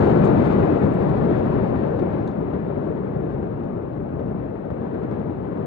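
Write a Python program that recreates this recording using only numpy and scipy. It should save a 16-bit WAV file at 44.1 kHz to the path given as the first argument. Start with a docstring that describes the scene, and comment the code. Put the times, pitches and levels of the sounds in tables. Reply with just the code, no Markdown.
"""A large fire explodes far away across a city: noise lifted by random small blasts, dulled by the air.
The roar opens loud and sinks for four seconds; dull reports, each a pulse with a rustle and echoes, stand out.
Brief treble noise bursts come with it, a few of them (1.99, 2.28 s) clear cracks; then the roar swells again,
brighter, the reports crowding. Two microphone ports hear it from the left, the right one late and shadowed;
a limiter holds the loudest peaks over a faint steady hiss."""
import sys
import numpy as np
from scipy import signal
from scipy.fft import rfft, irfft, next_fast_len
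from scipy.io import wavfile
from scipy.ndimage import uniform_filter1d, minimum_filter1d, map_coordinates

SR = 44100
rng = np.random.default_rng(int(sys.argv[2]) if len(sys.argv) > 2 else 0)


def master_out(mix):
    """Clip the mix to full scale and print it as 16-bit PCM to the path in sys.argv[1]."""
    frames = np.transpose(np.atleast_2d(mix))
    ceiling = np.clip(frames, -1, 1)
    pcm = np.round(ceiling * 32767).astype(np.int16)
    wavfile.write(sys.argv[1], SR, pcm)


N = 249606

# colour of a far blast after its way through the air: frequency_hz, level_db (per Hz, relative)
FAR_AIR = [(15, -51), (45, -17.5), (70, -6.5), (140, 1), (190, 0.5), (250, -2.5), (330, -2), (420, -1.66),
           (480, -4), (560, -4), (700, -10), (900, -14.5), (1650, -26.5), (2500, -36.5), (3300, -47),
           (3900, -51.5), (4500, -55), (4950, -60.5), (5400, -63.5), (7000, -72.5), (9000, -80),
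           (11500, -86)]


def roar():
    """Two unrelated blast streams: what both ports share, and what reaches the right one by other streets."""
    # deep bass under 110 Hz against the rest: time_s, level_db
    deep_bass = [(0, -1), (1.2, -0.5), (2.7, -0.5), (3.299, 3), (4.3, 1.5), (4.9, -1), (5.66, -2.2)]
    bright_per_db, sizzle_per_db = 0.48, .85  # treble dB, and dB above 4.8 kHz, per roar dB
    plain_at_db = -17.5  # roar level of plain colour
    flare_start_s, flare_rise_s, flare_lift_db = 4.3, .3, 2  # the late swell sounds brighter
    t = np.arange(N) / SR
    level_db = burning_db(t)
    louder_db = level_db - plain_at_db

    streams = np.array([blasts(25, 7.7, 0.0052), blasts(27, 1.2, 0.0073)])
    dulled = unit(signal.fftconvolve(streams, pulse(FAR_AIR)[None], axes=1)[:, :N])

    # louder burning is brighter
    flare_db = flare_lift_db * np.clip((t - flare_start_s) / flare_rise_s, 0, 1)
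    bright = brightened(dulled, bright_per_db * louder_db + flare_db, corner_hz=1230, order=2)
    # the band above 2.5 kHz tears unevenly
    torn = brightened(bright, 1 * wobble(30), corner_hz=2500, order=4)
    # the top also comes in irregular gritty bursts
    sizzle_db = sizzle_per_db * louder_db + 2.2 * wobble(35)
    # lift everything, then take the lift back above the bass
    deep_db = np.interp(t, *np.transpose(deep_bass))
    deepened = amp(deep_db) * brightened(torn, -deep_db, corner_hz=110, order=4)
    # the whole roar rolls unevenly
    rolling = amp(level_db + .45 * wobble(7))
    return rolling * brightened(deepened, sizzle_db, corner_hz=4800, order=6)


def burning_db(s):
    """Strength of the burning: the roar level at these times, before its colour changes."""
    # time_s, level_db
    strength = [(0, -12.5), (.55, -14.5), (.7, -15.5), (1.0, -16.5), (1.3, -16.5), (1.6, -17.5), (1.9, -19),
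                (2.15, -20), (2.35, -22), (2.6, -22.5), (3.1, -23.5), (3.6, -24.5), (4.0, -26),
                (4.2, -24.5), (4.4, -25.5), (4.65, -26.5), (4.9, -25), (5.15, -24), (5.4, -25),
                (5.66, -24.5)]
    return np.interp(s, *np.transpose(strength))


def blasts(per_second, spread_db, smear_s):
    """Countless small blasts merge into noise; bigger ones, smeared by the long path, lift it for a moment."""
    size_db = np.minimum(spread_db * rng.exponential(size=N), 9)
    sizes = (rng.random(N) < per_second / SR) * amp(size_db)
    t = np.arange(2000) / SR
    smear = t / smear_s * np.exp(1 - t / smear_s)
    lift = signal.fftconvolve(sizes, smear)[:N]
    noise = (1 + .07 * lift) * rng.standard_normal(N)
    # patches of time and pitch differ a little in level
    z = signal.stft(noise, nperseg=1024)[2]
    over_pitch = uniform_filter1d(rng.standard_normal(z.shape), size=3, axis=0)
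    patches = uniform_filter1d(over_pitch, size=5, axis=1)
    return signal.istft(z * amp(1.3 * unit(patches)), nperseg=1024)[1][:N]


def reports():
    """Each report is one dull push of pressure and a smeared rustle, then echoes."""
    # single reports: start_s, thump_peak_db (over the roar level)
    report_list = [(0.158, -3), (0.385, 0), (0.593, 5.5), (0.864, 3), (1.991, 5.5), (2.265, 4),
                   (2.536, 7.5), (2.973, 3), (3.429, 6), (3.825, -0.5), (4.194, 7.5), (4.704, 9.5),
                   (4.944, 4.5), (5.033, 7), (5.114, 8), (5.126, 4.5), (5.195, 5), (5.332, 0), (5.573, 4.5)]
    # the smeared middle of a report: frequency_hz, level_db (per Hz, relative)
    rustle_colour = [(300, -19), (900, 2), (1650, -2.5), (2400, -16.5), (3400, -28), (5200, -38),
                     (8000, -54)]
    s, over_db = np.transpose(report_list)
    starts = np.round(s * SR).astype(int)
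    thump_db = burning_db(s) + over_db
    pushes = np.zeros(N)
    pushes[starts] = -amp(thump_db)
    thumps = signal.fftconvolve(pushes, pulse(FAR_AIR))[:N]
    # the rustle's level in dB is set against its thump
    rustles = bursts(starts, thump_db - 27, [rustle_colour] * len(s), rise_s=0.0035)
    direct = thumps + rustles
    shared = direct + amp(-3.0) * echoes(direct)
    other = amp(3.5) * echoes(direct)
    return np.array([shared, other])


def treble_bursts():
    """Brief treble noise with a softer trail, the body louder on the left, in a faint halo of echoes."""
    # brief treble bursts, those at 1.99 and 2.28 s clear cracks:
    # start_s, level_db, top_db (against the body), top_centre_hz
    burst_list = [(0.2469, -55, 7, 6600), (0.2515, -58, 6, 7200), (0.7864, -66, 6, 7300),
                  (0.8654, -68, 7, 7800), (0.9391, -69, 13, 8200), (1.095, -62, 4, 7200),
                  (1.185, -74, 10, 6500), (1.9041, -65, -2, 6000), (1.9923, -54, -6, 6300),
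                  (2.2752, -49, -5, 6800), (2.3122, -58, -8, 5800), (2.534, -63, -5, 6200),
                  (2.83, -62, -12, 5800), (3.34, -66, -2, 5700), (3.6354, -64, -4, 6300),
                  (3.93, -68, -11, 5600), (4.1936, -72, -2, 5700), (4.7037, -70, 1, 5900),
                  (4.9416, -67, -6, 5900), (5.032, -62, -8, 5600), (5.1102, -65, 1, 5900),
                  (5.195, -70, -6, 5800)]
    # body of a burst: frequency_hz, level_db (per Hz, relative)
    body_colour = [(2500, -30), (3100, -8), (3500, 6), (4200, 2), (5000, -8), (5600, -30)]
    # thin top of a burst: multiple of its centre, level_db (per Hz, relative)
    top_colour = [(.7, -30), (.85, -4), (1, 0), (1.15, -4), (1.4, -16), (1.9, -30)]
    s, level_db, top_db, top_hz = np.transpose(burst_list)
    starts = np.round(s * SR).astype(int)

    def with_trail(db, colours):
        """A sharp burst and the softer, slower one that trails it."""
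        sharp = bursts(starts, db, colours, rise_s=.0011)
        trail = bursts(starts, db - 13.5, colours, rise_s=0.007)
        return sharp + trail

    body = with_trail(level_db, [body_colour] * len(s))
    top = with_trail(level_db + top_db, [np.multiply(top_colour, [hz, 1]) for hz in top_hz])
    halo = amp(-11.5) * np.array([echoes(body + top), echoes(body + top)])
    # levels at the left and right port, dB
    return body * amp([[0], [-6]]) + top * amp([[-6], [-8]]) + halo


def bursts(starts, levels_db, spectra, rise_s):
    """Short coloured noise bursts that swell for rise_s and die; each holds the energy its level gives."""
    out, t = np.zeros(N + 6000), np.arange(3000) / SR
    swell = t / rise_s * np.exp(1 - t / rise_s)
    for start, db, spectrum in zip(starts, levels_db, spectra):
        burst = signal.fftconvolve(swell * rng.standard_normal(3000), pulse(spectrum)[:3001])
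        out[start:start + 6000] += amp(db) * burst * np.linalg.norm(swell) / np.linalg.norm(burst)
    return out[:N]


def echoes(x):
    """Echoes off the buildings: a scattered tail of energy 1; each frequency dies at its own speed."""
    # frequency_hz, t60_s (time to fall 60 dB)
    city = [(150, 0.25), (1000, 0.14), (6000, 0.065)]
    hz, t, z = signal.stft(rng.standard_normal(SR // 2), SR, nperseg=256)
    decay = amp(-60 * t / along(city, hz)[:, None])
    tail = signal.istft(z * decay, SR, nperseg=256)[1]
    return signal.fftconvolve(x, tail / np.linalg.norm(tail))[:N]


def ports(shared, other):
    """The housing shades and delays the right port, which also hears its own share of scattered sound."""
    # right port against left: frequency_hz, level_db, likeness (0-1), lag_radians
    right_port = [(30, 0, .78, .2), (70, -2, .86, .6), (140, -4, .94, .9), (200, -2.3, .86, .75),
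                  (300, -2.7, .85, 1), (400, -5, .83, 1.2), (520, -8, .7, 2.3), (600, -10, .6, 2.9),
                  (690, -9, .48, 3.9), (780, -10, .55, 4.2), (900, -9, .74, 4.5), (1200, -10.5, .58, 5.2),
                  (1650, -12, .35, 4.5), (2100, -12, .62, 3.6), (2900, -9, .3, 3.0), (3400, -5, .45, 5.2),
                  (3900, -3, .65, 6.3), (4500, -8, .33, 6.8), (4900, -5, .4, 7.2), (5200, -4, .55, 9.2),
                  (6000, -2, .5, 8.3), (7000, 0, .9, 6.3)]

    def alike(hz):
        return np.clip(along(right_port, hz, column=2), 0, 1)

    def shade(hz):
        return amp(along(right_port, hz))

    def late(hz):
        return np.exp(-1j * along(right_port, hz, column=3))

    right = filtered(shared, lambda hz: shade(hz) * alike(hz) * late(hz))
    right += filtered(other, lambda hz: shade(hz) * np.sqrt(1 - alike(hz) ** 2))
    return np.array([shared, right])


def amp(db):
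    """Gain of a level in dB."""
    return 10 ** (np.asarray(db) / 20)


def unit(x):
    """Scaled to rms 1."""
    return x / np.sqrt(np.mean(x ** 2) + 1e-20)


def along(points, hz, column=1):
    """One column of a table that starts with frequency_hz, read on a log axis."""
    table = np.transpose(points)
    return np.interp(np.log(hz + 1), np.log(table[0] + 1), table[column])


def filtered(x, response):
    """x times a complex response of frequency."""
    m = next_fast_len(N + SR // 2)
    return irfft(rfft(x, m) * response(np.fft.rfftfreq(m, 1 / SR)), m)[..., :N]


def pulse(spectrum, size=8192):
    """The shortest causal (minimum-phase) pulse with this spectrum, peak 1."""
    level_db = along(spectrum, np.fft.rfftfreq(size, 1 / SR))
    cepstrum = irfft(np.log(amp(level_db)), size)
    # fold the cepstrum onto positive time
    cepstrum[1:size // 2] *= 2
    cepstrum[size // 2 + 1:] = 0
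    shape = irfft(np.exp(rfft(cepstrum)), size)
    return shape / np.abs(shape).max()


def brightened(x, treble_db, corner_hz, order):
    """x with everything above the corner lifted by a level that moves in time."""
    treble = filtered(x, lambda hz: hz ** order / (hz ** order + corner_hz ** order))
    return x + (amp(treble_db) - 1) * treble


def wobble(rate):
    """A smooth random curve, rate knots a second."""
    knots = rng.standard_normal(int(N * rate / SR) + 4)
    return map_coordinates(knots, [np.arange(N) * rate / SR])


def scene():
    """Roar and reports through the two ports, and the treble bursts."""
    return ports(*(roar() + reports())) + treble_bursts()


def record(dry):
    """A fast limiter on both channels, a faint steady hiss, then the band limit."""
    ceiling_db, hiss_db, top_hz = -4.2, -82.5, 11900
    loudest = np.abs(dry).max(axis=0)
    needed = np.minimum(1, amp(ceiling_db) / (loudest + 1e-9))
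    # hold the lowest gain around each peak, then smooth it
    gain = uniform_filter1d(minimum_filter1d(needed, size=128), size=128)
    hiss = amp(hiss_db) * rng.standard_normal(N)  # the same in both channels
    return filtered(dry * gain + hiss, lambda hz: hz < top_hz)


dry = scene()
out = record(dry)
master_out(out)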